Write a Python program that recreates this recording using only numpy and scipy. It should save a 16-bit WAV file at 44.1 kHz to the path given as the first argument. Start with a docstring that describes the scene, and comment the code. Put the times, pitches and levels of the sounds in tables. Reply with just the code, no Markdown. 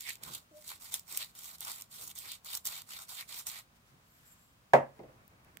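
"""A quiet kitchen, close to a bowl, heard by the two microphones of a phone over steady hum and hiss.
A plastic salt mill is twisted in short strokes: crunching and cracking salt is noise through the mill's resonances.
A finger squeaks once on the cap, a wavering tone with its lower octave. Later the mill is set down on a wooden
counter and a bottle is picked up: knocks ring decaying modes and a noise thud, among dry ticks, rustles and rumble."""
import sys
import numpy as np
from scipy import signal
from scipy.fft import rfft, irfft, next_fast_len
from scipy.io import wavfile
from scipy.ndimage import uniform_filter1d, map_coordinates

SR = 44100
rng = np.random.default_rng(int(sys.argv[2]) if len(sys.argv) > 2 else 0)


def store_pcm(level_fs):
    """Save levels as 16-bit WAV."""
    pcm = np.round(np.clip(level_fs, -1, 1) * 32767).astype(np.int16)
    wavfile.write(sys.argv[1], SR, np.atleast_2d(pcm).T)


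N = 246941

# likeness of left and right microphone: frequency_hz, correlation (-1 to 1)
LIKENESS = [(60, 0.81), (180, 0.97), (550, 0.32), (1650, -0.41), (4970, -0.089), (15000, 0.14)]
# things meeting the counter: start_s, relative level_db, contact_ms (time to the peak of the push)
CONTACTS = [(4.7336, -6, 0.17), (4.965, -45, 0.63), (4.9902, -23.5, 0.75), (5.033, -28.5, 0.83),
            (5.055, -39, 1), (5.083, -34, 1), (5.128, -42.5, 1)]
SLOW_S = np.arange(0, N / SR + .002, .001)  # clock of the slow controls, s


def amp(db):
    """dB to gain."""
    return 10 ** (np.asarray(db) / 20)


def unit(x):
    """Scaled to rms 1."""
    return x / np.sqrt(np.mean(x ** 2) + 1e-20)


def along(points, hz):
    """Values between (Hz, value) points, joined on a log frequency axis."""
    f, v = np.transpose(points)
    return np.interp(np.log(hz + 1), np.log(f + 1), v)


def wobble(rate):
    """A smooth random curve, rate knots a second."""
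    knots = rng.standard_normal(int(N * rate / SR) + 4)
    return map_coordinates(knots, [np.arange(N) * rate / SR])


def per_sample(slow):
    """A control on the slow clock, one value per sample."""
    return np.interp(np.arange(N) / SR, SLOW_S, slow)


def swells(rows):
    """Gain of bell-shaped swells (s, half length s, dB, ..), one for each level column."""
    s, half, *levels = np.transpose(rows)[:, :, None]
    bell = np.exp(-((SLOW_S - s) / half) ** 2)
    return [per_sample(np.sqrt((bell * amp(db) ** 2).sum(axis=0))) for db in levels]


def filtered(x, response):
    """x times a complex response of frequency."""
    m = next_fast_len(N + SR // 2)
    return irfft(rfft(x, m) * response(np.fft.rfftfreq(m, 1 / SR)), m)[..., :N]


def resonant(modes):
    """Causal response of (Hz, width Hz, dB) resonances, summed with alternating sign."""
    def response(f):
        total = 0
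        for k, (center, width, db) in enumerate(modes):
            mode = 1j * f * width / (center * center - f * f + 1j * f * width)
            total = total + (-1) ** k * amp(db) * mode
        return total
    return response


def rush(spectrum, alike):
    """Stereo noise of rms 1 with a given spectrum; mid and side are mixed to the wanted likeness."""
    def mid_side(hz):
        turn = np.arccos(np.clip(along(alike, hz), -1, 1)) / 2
        return amp(along(spectrum, hz)) * [np.cos(turn), np.sin(turn)]
    mid, side = filtered(rng.standard_normal((2, N)), mid_side)
    return unit(np.array([mid + side, mid - side]))


def tails(t60s, length):
    """Two noises in which each frequency dies at its own speed; left has energy 1."""
    hz, t, z = signal.stft(rng.standard_normal((2, length)), SR, nperseg=256)
    turn = np.arccos(np.clip(along(LIKENESS, hz), -1, 1))[:, None] / 2
    decay = amp(-60 * t / along(t60s, hz)[:, None])
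    mid, side = z * decay * [np.cos(turn), np.sin(turn)]
    pair = signal.istft(np.array([mid + side, mid - side]), SR, nperseg=256)[1][:, :length]
    return pair / np.linalg.norm(pair[0])


def room(x, gap_s):
    """The kitchen's answer at both microphones: decaying noise after a gap."""
    # frequency_hz, t60_s
    kitchen_t60 = [(150, .28), (800, .23), (2500, .25), (5000, .2), (12000, .12)]
    late = np.pad(np.atleast_2d(x), ((0, 0), (int(gap_s * SR), 0)))
    return signal.fftconvolve(late, tails(kitchen_t60, SR // 2), axes=1)[:, :N]


def placed(x, pan_db, lag):
    """Left-right level difference, and the left microphone reached lag samples later."""
    left = filtered(x, lambda hz: np.exp(-2j * np.pi * hz * lag / SR))
    return np.array([left * amp(pan_db / 2), x * amp(-pan_db / 2)])


def smear(power, life_s):
    """Power spread over an exponential tail, energy kept."""
    keep = np.exp(-1 / (life_s * SR))
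    return signal.lfilter([1 - keep], [1, -keep], power)


def heard(power, response, pan_db, lag, near_db, far_db):
    """Noise of that power through a body: straight, scattered by moving hands within ms, and from the walls."""
    straight = placed(np.sqrt(power) * rng.standard_normal(N), pan_db, lag)
    near = amp(near_db) ** 2 * smear(power, life_s=.001) * amp([pan_db, -pan_db])
    far = amp(far_db) ** 2 * smear(power, life_s=.012)
    sound = straight + np.sqrt(near + far) * rng.standard_normal((2, N))
    # the body only colours: its mean power gain is 1
    return filtered(sound, lambda hz: response(hz) / np.sqrt(np.mean(np.abs(response(hz)) ** 2)))


def bursts(events, rise_s):
    """Power of a bright and of a dull excitation: one short burst for each event."""
    power, t = np.zeros((2, N + SR)), np.arange(900) / SR
    for s, db, dull_db, life_ms in events:
        shape = np.exp(-t * 1000 / life_ms) * (1 - np.exp(-t / rise_s))
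        power[:, round(s * SR):][:, :len(t)] += (amp([[db], [db + dull_db]]) * shape / shape.max()) ** 2
    return power[:, :N]


def kitchen():
    """Steady air, soft handling noises and two faint whistles, all of them shaped noise."""
    # kitchen hum and microphone hiss: frequency_hz, relative level_db per Hz
    air_spectrum = [(12, -42.5), (20, -11.5), (49, -1), (86, -4.5), (172, -9), (270, -16.5), (347, -43.5),
                    (388, -15.5), (698, -12.5), (802, -14), (1090, -10.5), (1910, -16.5), (2600, -17.5),
                    (13500, -28.5), (16000, -22)]
    # arms leaning on the counter: center_s, half_length_s, level_db
    leans = [(.3, 0.052, -61), (2.06, .03, -68), (3.49, 0.0067, -61), (3.95, 0.034, -64), (5.3, .15, -71),
             (5.566, 0.023, -63.5)]
    # sleeves brushing: center_s, half_length_s, level_db
    rustles = [(3.765, .012, -69), (3.89, 0.028, -66.5), (4.03, 0.029, -75), (4.2, 0.15, -74),
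               (4.97, 0.025, -75), (5.13, 0.027, -83), (5.448, 0.0097, -79), (5.506, .015, -79)]
    # colour of the sleeves: frequency_hz, relative level_db per Hz
    sleeve_spectrum = [(880, -38.5), (1500, 0), (1720, -4.5), (2040, -6), (4080, -11), (7390, -10.5),
                       (14800, -16.5), (16000, -27)]
    # hands sliding on the counter: time_s, level_db
    slides = [(3.67, -88), (3.95, -72), (4.2, -88), (4.27, -85), (4.45, -93), (4.7, -77), (4.92, -70),
              (5.0, -65), (5.11, -69), (5.2, -65), (5.43, -67), (5.5, -61.5), (5.6, -64)]
    # two thin faint whistles swell: center_s, half_length_s, low_db, high_db
    whistles = [(4.16, 0.071, -75.5, -73), (4.278, 0.017, -63, -65), (4.324, 0.013, -61.5, -64),
                (4.42, .07, -71.5, -76)]

    air = amp(-66.5 + 0.27 * wobble(14.0)) * rush(air_spectrum, LIKENESS)

    rumble_gain = np.hypot(amp(-71.5), swells(leans)[0])  # steady low rumble of the counter, and the leans
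    rumble_spectrum = [(30, -14), (70, 0.5), (150, 2.0), (350, -9.5), (600, -35.0)]
    rumble = rumble_gain * amp(1.5 * wobble(5.41)) * rush(rumble_spectrum, LIKENESS)

    hiss = swells(rustles)[0] * amp(3.6 * wobble(4.1)) * rush(sleeve_spectrum, LIKENESS)

    slide_db = np.interp(np.arange(N) / SR, *np.transpose(slides), left=-150, right=-150)
    slide_spectrum = [(120, 3.0), (250, -5.0), (700, -4.5), (1200, -6.5), (1650, -8.0),
                      (2600, -12.5), (4000, -63.5)]
    shuffle = amp(slide_db + 2.7 * wobble(29)) * rush(slide_spectrum, LIKENESS)

    low, high = swells(whistles)
    low = low * rush([(6300, -37), (7200, -6.0), (7500, -2), (7800, -8.5), (9000, -20)], LIKENESS)
    high = high * rush([(11800, -35), (12700, -10), (13150, 3), (13500, -8), (14500, -32)], LIKENESS)
    return air + rumble + hiss + shuffle + low + high


def twists():
    """Power reaching burrs, collar, cap, wall and palm: each twist bites, holds with a surge, and lets go."""
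    # one row a twist: start_s, attack_s, hold_s, release_s, relative crunch_db,
    # hardest crunch at share of hold, its surge_db, collar_db over crunch,
    # tightest grip at share of hold, its surge_db, cap_db and wall_db over collar,
    # drift_db from bite to letting go
    strokes = [(-.03, .03, 0.11, 0.092, -51.5, 0.93, 4, -5.5, 0.9, 11.5, -13.5, -4, 2.5),
               (0.209, 0.023, .13, 0.088, -53.5, 0.91, 4.1, -5, 0.86, 6, -4.5, -11.5, 1),
               (.48, 0.085, 0.19, 0.09, -62, 0.7, 2.9, -10.5, 0.51, 0.8, -7, -4.5, 1.5),
               (.62, 0.054, 0.086, 0.031, -57, 0.22, 6.3, -3, 0.5, 3.5, -10.5, -9, -3.5),
               (.785, 0.016, .1, .02, -57, 0.47, 5.2, -12, 0.57, 10.4, 1, -3, 3),
               (.895, 0.016, 0.039, 0.095, -51.5, 0.93, 5.7, -9, 0.98, 8, -5.5, -8, 8),
               (1.04, 0.071, 0.12, .11, -48.5, 0.53, 2, -8.5, 0.89, 10.3, -5, -4, -2),
               (1.334, 0.023, 0.2, 0.023, -55, 0.46, 4.5, -8, .48, 5.4, -4.5, -7, -1.5),
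               (1.566, 0.05, 0.19, 0.077, -52.5, 0.48, 4.3, -6.5, 0.44, 7.6, -6.5, -6.5, -5),
               (1.887, 0.028, 0.201, .022, -53.5, 0.58, 7.1, -8.5, 0.45, 4.6, -7.5, -7.5, 0.5),
               (2.141, 0.019, 0.19, 0.043, -52, 0.089, 3.5, -5, 0.79, 6.2, -9.5, -8, 1.5),
               (2.43, 0.029, 0.11, 0.053, -50, .8, 4.3, -6.5, 0.47, 7.8, -6, -9, 0.5),
               (2.637, 0.017, 0.13, 0.073, -49.5, 0.062, 10.6, -3, .1, 2, -8, -7.5, 3.5),
               (2.848, 0.046, 0.13, 0.09, -52, 0.69, 1.5, -8, 0.43, 9.4, -4.5, -6.5, -1),
               (3.069, 0.024, 0.12, 0.071, -50, 0.81, 1.8, -9, 0.85, 11.7, -2.5, -6.5, -1),
               (3.26, 0.032, 0.11, 0.073, -50, 1, 3.6, -9, 0.37, 7, -3.5, -4.5, 1),
               (3.45, 0.019, 0.12, 0.054, -52.5, 0.064, 7.2, -4.5, .75, 3.4, -7, -4, -3)]
    # the grip shifts and parts of the mill ring out: center_s, half_length_s, cap_db, wall_db, cupped palm_db
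    grip_shifts = [(.085, .02, -58.5, -47, -80), (.285, .05, -63.5, -66, -67.5),
                   (.72, .015, -60.5, -59, -78), (.93, .015, -67, -77, -87), (1.13, .02, -70, -73, -72),
                   (1.69, .02, -56, -62, -78), (2.02, .03, -63.5, -79, -69),
                   (2.26, .02, -58.5, -56.5, -70.5), (3.0, .025, -59.5, -78, -93),
                   (3.21, .015, -79, -51.5, -76.5), (3.48, .015, -73, -65, -75)]
    edge_db = 30  # climb over one attack time, fall over one release time
    crunch_surge_s, grip_surge_s = 0.02, 0.024  # standard deviations of the two surges
    cap_follows, wall_follows = 0.17, 0.81  # share of the grip's surge that cap and wall take

    power = np.zeros((5, len(SLOW_S)))
    for (start, attack, hold, release, crunch_db, crunch_at, surge_db, collar_db,
         grip_at, grip_db, cap_db, wall_db, drift_db) in strokes:
        t = SLOW_S - start - attack  # 0 where the hold begins
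        outside = np.clip(np.maximum(-t / attack, (t - hold) / release), 0, 4)
        turn_db = crunch_db - edge_db * outside
        turn_db = turn_db + drift_db * (np.clip(t / hold, 0, 1) - .5)
        surge = surge_db * np.exp(-((t - crunch_at * hold) / crunch_surge_s) ** 2 / 2)
        grip = grip_db * np.exp(-((t - grip_at * hold) / grip_surge_s) ** 2 / 2)
        over_db = [surge,
                   collar_db + grip,
                   collar_db + cap_db + cap_follows * grip,
                   collar_db + wall_db + wall_follows * grip]
        power[:4] += amp(turn_db + over_db) ** 2
    power = np.array([per_sample(part) for part in power])
    power[2:] += np.square(swells(grip_shifts))
    return power


def grit(per_s, spread_db, life_s, smooth, largest):
    """Power of mean 1: tiny bursts of exponentially spread size over a steady share."""
    sizes = np.minimum(rng.exponential(size=N), largest)
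    hits = (rng.random(N) < per_s / SR) * amp(spread_db * sizes) ** 2
    power = smear(hits, life_s)
    return (power / power.mean() + smooth) / (1 + smooth)


def patchy(x, depth_db):
    """Random patches of gain over time and frequency: the grip keeps changing the colour."""
    z = signal.stft(x, nperseg=256)[2]
    field = uniform_filter1d(rng.standard_normal(z.shape[1:]), size=5, axis=0)
    field = uniform_filter1d(field, size=9, axis=1)
    return signal.istft(z * amp(depth_db * unit(field)), nperseg=256)[1][:, :N]


def mill():
    """Crushed salt excites the burrs, their collar, the hollow cap and the wall; the balance shifts with the grip."""
    # crystals that crack: start_s, relative level_db, dullness_db (dull over bright)
    crack_rows = [(0.0074, -25, -29), (0.0674, -35, 4), (0.0801, -37, 12), (0.094, -21, -8),
                  (0.1553, -34.5, -5), (0.2358, -25.5, -6.5), (0.3493, -20.5, -11), (0.3794, -32, -22),
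                  (0.6784, -25.5, -21), (0.8046, -44, -13), (0.844, -33, -18), (0.9411, -12.5, -8.5),
                  (0.995, -28.5, -26), (1.125, -24, -26), (1.1674, -24, -23), (1.174, -13.5, -11),
                  (1.2461, -33, -24), (1.3526, -43, -16), (1.391, -31, -11), (1.435, -30, -18),
                  (1.45, -39, -16), (1.5833, -37, -24), (1.6068, -22.5, -24), (1.6488, -21, -22),
                  (1.681, -25, -10), (1.717, -21, -32), (1.811, -31, -8), (1.8209, -24.5, -11),
                  (1.9116, -51, -11), (2.0264, -40, -31), (2.076, -29.5, -29), (2.0789, -27, -30),
                  (2.101, -32, -21), (2.154, -34, -25), (2.1872, -22, -30), (2.2305, -45, -9),
                  (2.3182, -22, -11), (2.447, -30, -32), (2.513, -28, -21), (2.5514, -15, -37),
                  (2.573, -19.5, -36), (2.6538, -20, -36), (2.664, -19, -30), (2.6716, -18, -42),
                  (2.8192, -30, -10), (3.0203, -33, -25), (3.1455, -36, -21), (3.3607, -41, -9),
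                  (3.389, -30, -15), (3.395, -30, -31), (3.4689, -20.5, -34), (3.489, -24, -16),
                  (3.516, -29, -17)]
    # colour of the burrs: frequency_hz, relative level_db per Hz
    burr_spectrum = [(2710, -20), (4600, -7.5), (5210, -4), (5700, -2.5), (6460, -5.5), (7320, 2.5),
                     (10300, -5), (14900, 0), (15700, -13.5), (16000, -30)]
    # ring that holds the burrs: frequency_hz, width_hz, relative level_db
    collar_modes = [(3050, 900, 0), (3753, 126, 6), (3947, 110, 4.5), (4580, 760, 3)]
    # hollow cap: frequency_hz, width_hz, relative level_db
    cap_modes = [(470, 390, -6.5), (736, 800, 0), (1128, 850, 2), (1620, 316, -4)]
    # mill wall: frequency_hz, width_hz, relative level_db
    wall_modes = [(1905, 283, 9.5), (2320, 240, 12), (2720, 350, 7.5)]
    # cupped palm: frequency_hz, width_hz, relative level_db
    palm_modes = [(358, 170, 6), (560, 600, 0)]

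    crunch, ring, hollow, wall, cupped = twists()
    pan_db = -2.5 + 1.2 * wobble(14)  # left over right, swaying
    salt = grit(per_s=600, spread_db=2.8, life_s=.0006, smooth=.7, largest=4.5)
    salt = salt * amp(-2.5 + 0.9 * wobble(35)) ** 2
    crack_ms = 0.26  # decay time of a crack
    bright, dull = bursts([row + (crack_ms,) for row in crack_rows], rise_s=0.000077)

    # a broad resonance narrows the skirts of each part's own modes
    burrs = lambda hz: amp(along(burr_spectrum, hz))
    collar = lambda hz: resonant(collar_modes)(hz) * resonant([(3700, 2500, 0)])(hz)
    cap = lambda hz: resonant(cap_modes)(hz) * resonant([(850, 1400, 0)])(hz)
    shell = lambda hz: resonant(wall_modes)(hz) * resonant([(2150, 1500, 0)])(hz)
    snap = resonant([(2170, 510, -3.5), (3700, 1300, 0.0)])

    layers = [(salt * crunch + amp(-9.0) ** 2 * bright, burrs),
              (amp(-8.5) ** 2 * dull, snap),
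              (cupped, resonant(palm_modes)),
              (salt * ring * amp(1.3 * wobble(56)) ** 2, collar),
              (salt * hollow * amp(0.85 * wobble(41.02)) ** 2, cap),
              (salt * wall * amp(0.55 * wobble(45)) ** 2, shell)]
    sound = sum(heard(power, body, pan_db, lag=14.2, near_db=3.0, far_db=-8) for power, body in layers)
    return patchy(sound, depth_db=1.73)


def squeak():
    """Skin slips on plastic at a wavering rate; uneven slips add the octave below."""
    # time_s, pitch_hz, level_db, lower octave_db over the level
    glide = [(0.512, 646, -82, 24), (0.517, 648, -63.5, -1), (.535, 594, -63, -3), (.553, 607, -55, -26),
             (.588, 612, -54, -23), (.594, 620, -62, -25), (.618, 605, -67, -25), (.655, 615, -85, -16)]
    s, hz, db, lower_db = np.transpose(glide)
    t = np.arange(N) / SR
    phase = 2 * np.pi * np.cumsum(np.interp(t, s, hz) + 7.7 * wobble(110)) / SR
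    lower = amp(np.interp(t, s, lower_db)) * np.sin(phase / 2)
    tone = np.sqrt(2) * (np.sin(phase) + lower) * amp(1.3 * wobble(114.8))
    level = amp(np.interp(t, s, db, left=-150, right=-150))
    return placed(tone * level, pan_db=0.5, lag=10.0)


def counter():
    """Each knock is a push set by its contact time; it rings the clear modes of the top and a dense thud."""
    # modes of the counter top: frequency_hz, relative left_db, relative right_db, t60_s
    wood_modes = [(137.5, -11.5, -12.5, 0.26), (237, -17, -17, 0.15), (396, -15, -16.5, 0.101),
                  (425, -19.5, -9, .09), (534.4, -12, -9.5, 0.2), (679, -10, -11, 0.086),
                  (779, -5, -7, 0.14), (944, -2, -1.5, 0.06), (1058, -17, -1.5, 0.075),
                  (1567, -8.5, -4, 0.077), (1712, -1.5, 7.5, 0.046)]
    # the many close modes of counter and cupboard: frequency_hz, relative level_db per Hz
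    thud_spectrum = [(35, -55.5), (60, -35), (133, -27), (259, -23), (311, -21.5), (533, -7), (606, -6),
                     (786, -6), (878, -7), (1340, -14.5), (1450, -18), (1530, -19.5), (1740, -23),
                     (1910, -10), (5000, -33.5), (6500, -80), (11000, -120)]
    # how they die away: frequency_hz, t60_s
    thud_t60 = [(150, .22), (600, .15), (2000, .11), (5000, .09)]

    t, knocks = np.arange(SR // 2) / SR, np.zeros((2, N + SR))
    for s, db, contact_ms in CONTACTS:
        ring = 0
        for k, (hz, left_db, right_db, t60) in enumerate(wood_modes):
            swell = 1 - np.exp(-t * hz / 2.8)  # a mode builds up over its first cycles
            chance_db = rng.normal(0, 1.5)
            mode_db = np.array([[left_db], [right_db]]) + chance_db - 60 * t / t60
            ring = ring + (-1) ** k * amp(mode_db) * swell * np.sin(2 * np.pi * hz * t)

        onset = 1 - np.exp(-t / (0.0091 * contact_ms))
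        thud = np.pad(tails(thud_t60, len(t)) * onset, ((0, 0), (0, N)))
        thud = filtered(thud, lambda hz: amp(along(thud_spectrum, hz)))[:, :len(t)]

        u = t[:600] * 1000 / contact_ms
        push = u * u * np.exp(-2 * u)
        # a longer contact rings the clear modes less
        body = amp(-4.5 - 11 * contact_ms) * ring + amp(2.5) * thud / np.abs(thud).max()
        knock = signal.fftconvolve(body, push[None] / push.sum(), axes=1)[:, :len(t)]
        knocks[:, round(s * SR):][:, :len(t)] += amp(db) * knock
    return knocks[:, :N] + amp(-10.5) * room(knocks[:, :N], gap_s=0.00551)


def slap():
    """The harder (shorter) a contact, the louder its bright crack, which the walls carry on."""
    events = [(s + .001, db - 28.5 - 30 * contact_ms, 17, 1.2) for s, db, contact_ms in CONTACTS]
    bright, dull = bursts(events, rise_s=.0003)
    bodies = resonant([(6460, 1700, 2.5), (12900, 2960, -13.5)]), resonant([(2060, 320, 0)])
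    return sum(heard(power, body, np.full(N, 1.5), lag=-6.5, near_db=-6.0, far_db=1)
               for power, body in zip((bright, dull), bodies))


def ticks():
    """Short dry ticks of plastic and nails: noise bursts through a bright and a dull body."""
    # start_s, relative level_db, dullness_db (dull over bright), life_ms, left-right pan_db
    tick_rows = [(4.9844, -63, -12.5, 0.4, -6), (5.2791, -52, -13, 0.38, 17),
                 (5.4473, -53.5, -9, 0.31, 7.5), (5.5712, -48.5, -5.5, 0.42, -27.5)]
    bright, dull = bursts([row[:4] for row in tick_rows], rise_s=0.00064)
    pan_db = np.interp(np.arange(N) / SR, *np.array(tick_rows)[:, [0, 4]].T)
    bodies = resonant([(7900, 4900, -2.5), (15400, 3600, 6.5)]), resonant([(1810, 1230, 0)])
    return sum(heard(power, body, pan_db, lag=1.0, near_db=-27, far_db=-22)
               for power, body in zip((bright, dull), bodies))


def scene():
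    """Everything at the two microphones."""
    return kitchen() + mill() + squeak() + counter() + slap() + ticks()


def record(dry):
    """The phone cuts the deep bass and keeps little above its band limit."""
    bass_hz, top_hz = 45, 15750
    bass = lambda hz: 1j * hz / (bass_hz + 1j * hz)
    return filtered(dry, lambda hz: bass(hz) / np.sqrt(1 + (hz / top_hz) ** 160))


dry = scene()
out = record(dry)
store_pcm(out)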